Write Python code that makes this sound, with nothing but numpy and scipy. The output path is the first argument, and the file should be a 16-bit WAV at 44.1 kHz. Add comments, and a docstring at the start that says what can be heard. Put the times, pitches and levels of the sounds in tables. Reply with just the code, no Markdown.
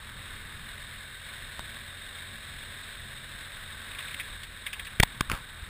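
"""Motorcycle on a gravel road

A motorcycle rolls along gravel, heard by a small helmet camera in a closed plastic case.
Low engine orders hum as sines under lumps of low wind noise and dull filtered gravel grains.
Noise for engine clatter and tyre roar excites the resonances of the case; straps rattle and knock on it,
cloth drags over it, and pushes move the diaphragm.
The recorder samples at a low rate and holds each sample, which mirrors the spectrum upwards."""
import sys
import numpy as np
from scipy import signal
from scipy.fft import rfft, irfft, next_fast_len
from scipy.io import wavfile

SR = 44100
rng = np.random.default_rng(int(sys.argv[2]) if len(sys.argv) > 2 else 0)


def store_pcm(level_fs):
    """Save levels as 16-bit WAV."""
    pcm = np.round(np.clip(level_fs, -1, 1) * 32767).astype(np.int16)
    wavfile.write(sys.argv[1], SR, np.atleast_2d(pcm).T)


N = 250929  # length in samples

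# Wind noise at the port. Each row: frequency in Hz, relative spectral density in dB per Hz.
WIND_SPECTRUM = [(7.1, -32), (12, 9), (86, -0.5), (179, -8), (219, -10), (328, -18.5), (500, -19),
                 (650, -78), (1100, -120)]
# Strength of the wind. Each row: time in seconds, mean level in dB.
WIND_GUSTS = [(0.0, -53), (0.13, -47), (0.45, -46), (0.57, -43.5), (0.8, -51.5), (1.2, -53), (1.7, -47),
              (2.0, -52), (2.5, -48.5), (3.9, -51), (4.12, -48.5), (4.72, -51.5), (5.0, -48), (5.3, -45),
              (5.56, -51), (5.69, -46)]
# Low gravel crunch. Each row: time in seconds, mean level in dB.
CRUNCH_LEVELS = [(0, -54.5), (.6, -53.5), (1.3, -82), (2, -77), (3.4, -60), (4, -51.5), (4.4, -65),
                 (5, -52.5), (5.69, -53)]
# Resonances of the plastic case. Each row: frequency in Hz, bandwidth in Hz, gain in dB.
CASE_MODES = [(528, 231, -6), (1126, 126, -8), (1444, 63, -2), (1664, 500, 5), (2353, 521, 1.5),
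              (2940, 272, -5.5), (3174, 185, -5.5), (3710, 281, 3), (4440, 500, -12), (4680, 490, -24.5),
              (6060, 51, -55)]
# Strap rattling on the case. Each row: nominal time in seconds, nominal peak in dB, decay length in ms,
# pitch of the contact in Hz.
STRAP_RATTLES = [(0.1587, -47, 13, 1770), (0.3674, -35, 18, 2310), (2.186, -30, 7, 1630),
                 (3.8843, -36, 7.5, 1800), (3.917, -26.5, 8.9, 1720), (3.9489, -29, 12, 2320),
                 (3.986, -23.5, 18, 1750), (4.0052, -27, 9.4, 2120), (4.039, -50, 14, 1580),
                 (4.057, -27.5, 7.6, 1600), (4.082, -24, 10, 2080), (4.11, -28, 12, 1930),
                 (4.132, -27, 4.4, 3600), (4.1436, -20.5, 9.8, 1970), (4.1986, -20.5, 22, 2240),
                 (4.433, -28, 18, 3300), (4.6647, -20, 24, 2030), (4.7296, -21.5, 24, 2700),
                 (4.7644, -35, 22, 760), (4.795, -20, 10.5, 1840), (4.849, -32, 20, 3540),
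                 (4.8677, -25.5, 14, 1770), (4.9242, -39, 4, 2090)]
# Hard knocks on the case. Each row: start in seconds, rms level over the blow in dB, length in ms,
# pitch of the contact in Hz, relative gain of the dull body in dB, signed push on the diaphragm.
CASE_KNOCKS = [(1.594, -24.5, 0.87, 860, 14.5, 0.03), (4.9994, -10, 4.6, 1760, -2, -0.36),
               (5.028, -17.5, 8.8, 1850, -22, -0.031), (5.0321, -10.5, 3.35, 3520, 17, 0.15),
               (5.2083, -12.5, 1.9, 1100, 9, 0.11), (5.2989, -17.5, 1.05, 1130, -11, 0.018),
               (5.3165, -16, 0.74, 2240, -8, -0.072), (5.321, -32, 1.7, 2020, -6, -0.014)]
# Soft shoves that only move the diaphragm. Each row: start in seconds, length in ms, signed push.
SOFT_SHOVES = [(5.279, 15, 0.024), (5.304, 8.4, -0.038), (5.332, 4.7, 0.062), (5.339, 10, -0.023),
               (5.617, 9.8, -0.016), (5.627, 7.5, 0.025)]
# Engine and tyre roar outside the case. 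Each row: frequency in Hz, relative spectral density in dB per Hz.
ROAR_SPECTRUM = [(150, -35), (260, 10), (450, -4.5), (800, -9.5), (1300, -1), (2400, -5.5), (3100, 3),
                 (4300, -4.5), (5300, 3.5), (5700, -4), (6100, -7)]
# Engine speed. Each row: time in seconds, crank turns per second.
CRANK_SPEED = [(0.0, 40.6), (0.22, 43.0), (0.6, 41.2), (0.73, 44.6), (1.2, 41.9), (1.31, 44.6),
               (1.55, 43.1), (1.7, 44.3), (1.9, 43.6), (2.1, 44.5), (2.45, 43.6), (2.75, 44.4), (3.0, 43.8),
               (3.75, 43.3), (3.88, 44.4), (4.2, 42.7), (4.55, 41.3), (4.75, 42.0), (5.0, 40.8),
               (5.69, 40.6)]
# Engine orders at cruising speed. Each row: multiple of the crank rate, mean rms level in dB before wavering.
ENGINE_ORDERS = [(.5, -61), (1, -58.5), (2, -57), (3, -60.5), (5, -66), (9, -74), (11, -76), (13, -70),
                 (15, -72), (16, -75), (18, -76)]

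LUMP_DB, WAVER_DB = 1.7, 1.5  # spread of the lumps in wind and crunch, and of the wavering hum
RUB_S, RUB_DB, RUB_GRAIN_DB = 5.296, -35.5, 3.5  # start, level, unevenness of the drag
RUB_ATTACK_S, RUB_HOLD_S, RUB_FADE_DB_PER_S = 0.0058, 0.061, 330  # the hold is counted from the start
RATTLE_GRIT, RATTLE_ATTACK_MS = 0.7, 2.3  # log spread of micro-contact sizes, rise time
RATTLE_CREST_DB = 14  # nominal peak over rms
RATTLE_THUD_DB = -59  # offsets the rattle level, so strong rattles have relatively less dull body
SLIP_SPREAD_DB, BLOW_FADE_DB = 3, 2.5  # unevenness of the slips, loss of strength along a blow
PUSH_MS = 1.88  # push under a blow of 1 ms; it grows with the root of the blow's length
CRUISE_PER_S = 43.4  # crank turns per second
ROAR_DB, ROAR_DB_PER_TURN = -43.5, 0.66  # level at cruise, rise with each further turn per second
PATCH_S, PATCH_HALF_S, PATCH_DB = 4.13, 0.2, 2.5  # loose patch of road: middle, half length, rise of the roar
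HUM_DB_PER_TURN = 0.13  # per order and further turn per second: high orders sing when the engine pulls
OVERLOAD = 1.1  # height towards which peaks are rounded
GUARD_HZ, CUTOFF_HZ = 5830, 15270  # low-pass ahead of the sampler, final low-pass
HOLD_UP, HOLD_DOWN, HOLD = 40, 147, 4  # ratio from 44.1 to 12 kHz, copies of each sample


def from_db(db):
    """Level law: twenty decibels are a factor of ten in amplitude."""
    return 10 ** (np.asarray(db) / 20)


def rms_one(x):
    """Power normalisation: scale a signal to rms 1."""
    return x / np.sqrt(np.mean(x ** 2) + 1e-20)


def in_time(rows):
    """Linear interpolation: a curve of time and value, sample by sample."""
    seconds, values = np.transpose(rows)
    return np.interp(np.arange(N) / SR, seconds, values)


def drift(rate):
    """Low-passed noise: two equal poles at the rate in Hz leave slow chance of spread 1."""
    step = 20  # samples between computed points
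    pole = np.exp(-2 * np.pi * rate * step / SR)
    noise = rng.standard_normal(N // step + 2002)
    slow = signal.lfilter([1], [1, -2 * pole, pole * pole], noise)[2000:]  # settled part
    return np.interp(np.arange(N) / step, np.arange(len(slow)), rms_one(slow))


def coloured(x, spectrum):
    """Spectral shaping: weight each frequency of a noise; the result has rms 1."""
    size = next_fast_len(N)
    table_hz, table_db = np.transpose(spectrum)
    hz = np.maximum(np.arange(size // 2 + 1) * SR / size, 1)
    gain = from_db(np.interp(np.log(hz), np.log(table_hz), table_db))
    return rms_one(irfft(rfft(x, size) * gain, size)[:N])


def resonance(x, hz, width):
    """Damped oscillator: a pole pair whose radius sets the bandwidth, with gain 1 on top."""
    radius = np.exp(-np.pi * width / SR)
    zeros = np.array([1, 0, -1]) * (1 - radius * radius) / 2
    poles = [1, -2 * radius * np.cos(2 * np.pi * hz / SR), radius * radius]
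    return signal.lfilter(zeros, poles, x)


def case(x):
    """Modal superposition: all resonances of the plastic case ring at once, with alternating sign."""
    return sum((-1) ** k * from_db(db) * resonance(x, hz, width)
               for k, (hz, width, db) in enumerate(CASE_MODES))


def add(out, s, sound):
    """Superposition in time: mix a short sound in at s seconds."""
    at = round(s * SR)
    out[at:at + len(sound)] += sound[:N - at]


def wind(wind_db):
    """Turbulent pressure at the microphone port: lumpy noise, strongest at low frequencies."""
    lumps = rng.standard_normal(N) * from_db(LUMP_DB * drift(17.6))
    return coloured(lumps, WIND_SPECTRUM) * from_db(wind_db)


def crunch(level_db):
    """Granular friction: uneven gravel grains under the tyres, dulled by two broad resonances."""
    grains = rng.standard_normal(N) * from_db(LUMP_DB * drift(44.0))
    dull = resonance(resonance(grains, 1270, 1300), 1030, 1460)
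    return rms_one(dull) * from_db(level_db)


def rub():
    """Stick-slip friction: scratchy grains of dragging cloth excite the case, leaning to its low modes."""
    grains = rng.standard_normal(N) * from_db(RUB_GRAIN_DB * drift(320.0))
    scratch = rms_one(case(grains) + from_db(24) * resonance(grains, 1210, 670))
    since = np.arange(N) / SR - RUB_S
    attack = np.clip(since / RUB_ATTACK_S, 0, 1)
    fade_db = RUB_FADE_DB_PER_S * np.maximum(since - RUB_HOLD_S, 0)
    return scratch * attack * from_db(RUB_DB - fade_db)


def contact(level_db, ms, hz, body_db, clicks, tone_db, leak_db):
    """Impact excitation: micro-contacts ring the case, the contact pitch and a dull body; some leak in."""
    thin = signal.sosfilt(signal.butter(2, 900, "high", fs=SR, output="sos"), clicks)
    tone = from_db(tone_db) * resonance(thin, hz, hz / 4.0)
    body = from_db(body_db) * resonance(clicks, 680, 720)
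    rung = case(thin) + tone + body + from_db(leak_db) * clicks
    # the whole energy equals that of the given rms over the nominal length
    return from_db(level_db) * rung / np.sqrt(np.sum(rung ** 2) / (ms * SR / 1000))


def rattles():
    """Repeated micro-impacts: gritty strap bursts with a sudden start and a longer exponential fall."""
    out = np.zeros(N)
    for s, db, ms, hz in STRAP_RATTLES:
        noise, sizes = rng.standard_normal((2, 2000))
        since_ms = np.arange(2000) * 1000 / SR
        envelope = np.minimum(since_ms / RATTLE_ATTACK_MS, 1) * np.exp(-2.2 * since_ms / ms)
        clicks = noise * np.exp(RATTLE_GRIT * sizes) * envelope
        burst = contact(db - RATTLE_CREST_DB, ms, hz, RATTLE_THUD_DB - db, clicks, tone_db=9.0, leak_db=-56)
        add(out, s - .0015, burst)  # the rise begins just ahead of the nominal time
    return out


def push(ms, firmness):
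    """Quasi-static displacement: the diaphragm is pressed and let go; firmness steepens the flanks."""
    arch = np.sin(np.linspace(0, np.pi, round(ms * SR / 1000)))
    return np.tanh(firmness * arch) / np.tanh(firmness)


def knocks():
    """Chattering impact: slips about 1 ms apart push one way, weaken and stop dead while the case rings."""
    out = np.zeros(N)
    for s, db, ms, hz, body_db, pushed in CASE_KNOCKS:
        clicks = 0.075 * rng.standard_normal(1500)
        timing, strength = rng.standard_normal((2, 12))
        gaps_ms = np.clip(0.995 + 0.12 * timing, .3, 3.0)
        at = np.cumsum(gaps_ms * SR / 1000).astype(int)
        clicks[at - at[0]] += np.sign(pushed) * from_db(SLIP_SPREAD_DB * strength)
        along = np.arange(1500) * 1000 / SR / ms  # 1 at the end of the blow
        clicks *= (along < 1) * from_db(-BLOW_FADE_DB * np.minimum(along, 1))
        add(out, s, contact(db, ms, hz, body_db, clicks, tone_db=15.5, leak_db=-1.5))
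        add(out, s, pushed * push(PUSH_MS * np.sqrt(ms), firmness=3.3))
    return out


def shoves():
    """Slow displacement: soft pushes move the diaphragm without ringing the case."""
    out = np.zeros(N)
    for s, ms, pushed in SOFT_SHOVES:
        add(out, s, pushed * push(ms, firmness=0.91))
    return out


def roar(turns, roar_db):
    """Amplitude modulation: grit throbs with the crank and five times per turn with the valve gear, in the case."""
    crank_db = 1.0 * np.cos(2 * np.pi * turns) + 0.28 * np.cos(4 * np.pi * turns + 0.62)
    valve_db = 0.62 * np.cos(10 * np.pi * turns)
    flicker_db = 0.45 * drift(1.6) + 0.75 * drift(31.0) + 0.22 * drift(115.0)
    noise = rng.standard_normal(N) * from_db(crank_db + valve_db + flicker_db)
    return rms_one(case(coloured(noise, ROAR_SPECTRUM))) * from_db(roar_db)


def hum(turns, per_s):
    """Harmonic synthesis: engine orders are sines locked to the crank, each wavering a little in level."""
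    out = np.zeros(N)
    for order, db in ENGINE_ORDERS:
        pull_db = HUM_DB_PER_TURN * order * (per_s - CRUISE_PER_S)
        level = from_db(db + pull_db + WAVER_DB * drift(3.0))
        out += np.sqrt(2) * level * np.sin(2 * np.pi * (order * turns + rng.random()))
    return out


def scene():
    """Linear superposition: everything that reaches the diaphragm."""
    per_s = in_time(CRANK_SPEED)
    turns = np.cumsum(per_s) / SR
    patch = np.exp(-((np.arange(N) / SR - PATCH_S) / PATCH_HALF_S) ** 4)
    roar_db = ROAR_DB + ROAR_DB_PER_TURN * (per_s - CRUISE_PER_S) + PATCH_DB * patch
    surroundings = wind(in_time(WIND_GUSTS)) + crunch(in_time(CRUNCH_LEVELS))
    handling = rub() + rattles() + knocks() + shoves()
    engine_and_tyres = roar(turns, roar_db) + hum(turns, per_s)
    return (surroundings + handling + engine_and_tyres)[None]


def record(dry):
    """Sampling and zero-order hold: rounded peaks, 12 kHz samples, mirror bands, then the top is cut."""
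    coupled = signal.sosfilt(signal.butter(2, 22, "high", fs=SR, output="sos"), dry)  # a push swings back
    rounded = OVERLOAD * np.tanh(coupled / OVERLOAD)
    guarded = signal.sosfilt(signal.butter(3, GUARD_HZ, fs=SR, output="sos"), rounded)
    low_rate = signal.resample_poly(guarded, HOLD_UP, HOLD_DOWN, axis=1)
    held = np.repeat(low_rate, HOLD, axis=1)
    back = signal.resample_poly(held, HOLD_DOWN, HOLD_UP * HOLD, axis=1)[:, :N]
    return signal.sosfilt(signal.ellip(12, .5, 60, CUTOFF_HZ, fs=SR, output="sos"), back)


dry = scene()
out = record(dry)
store_pcm(out)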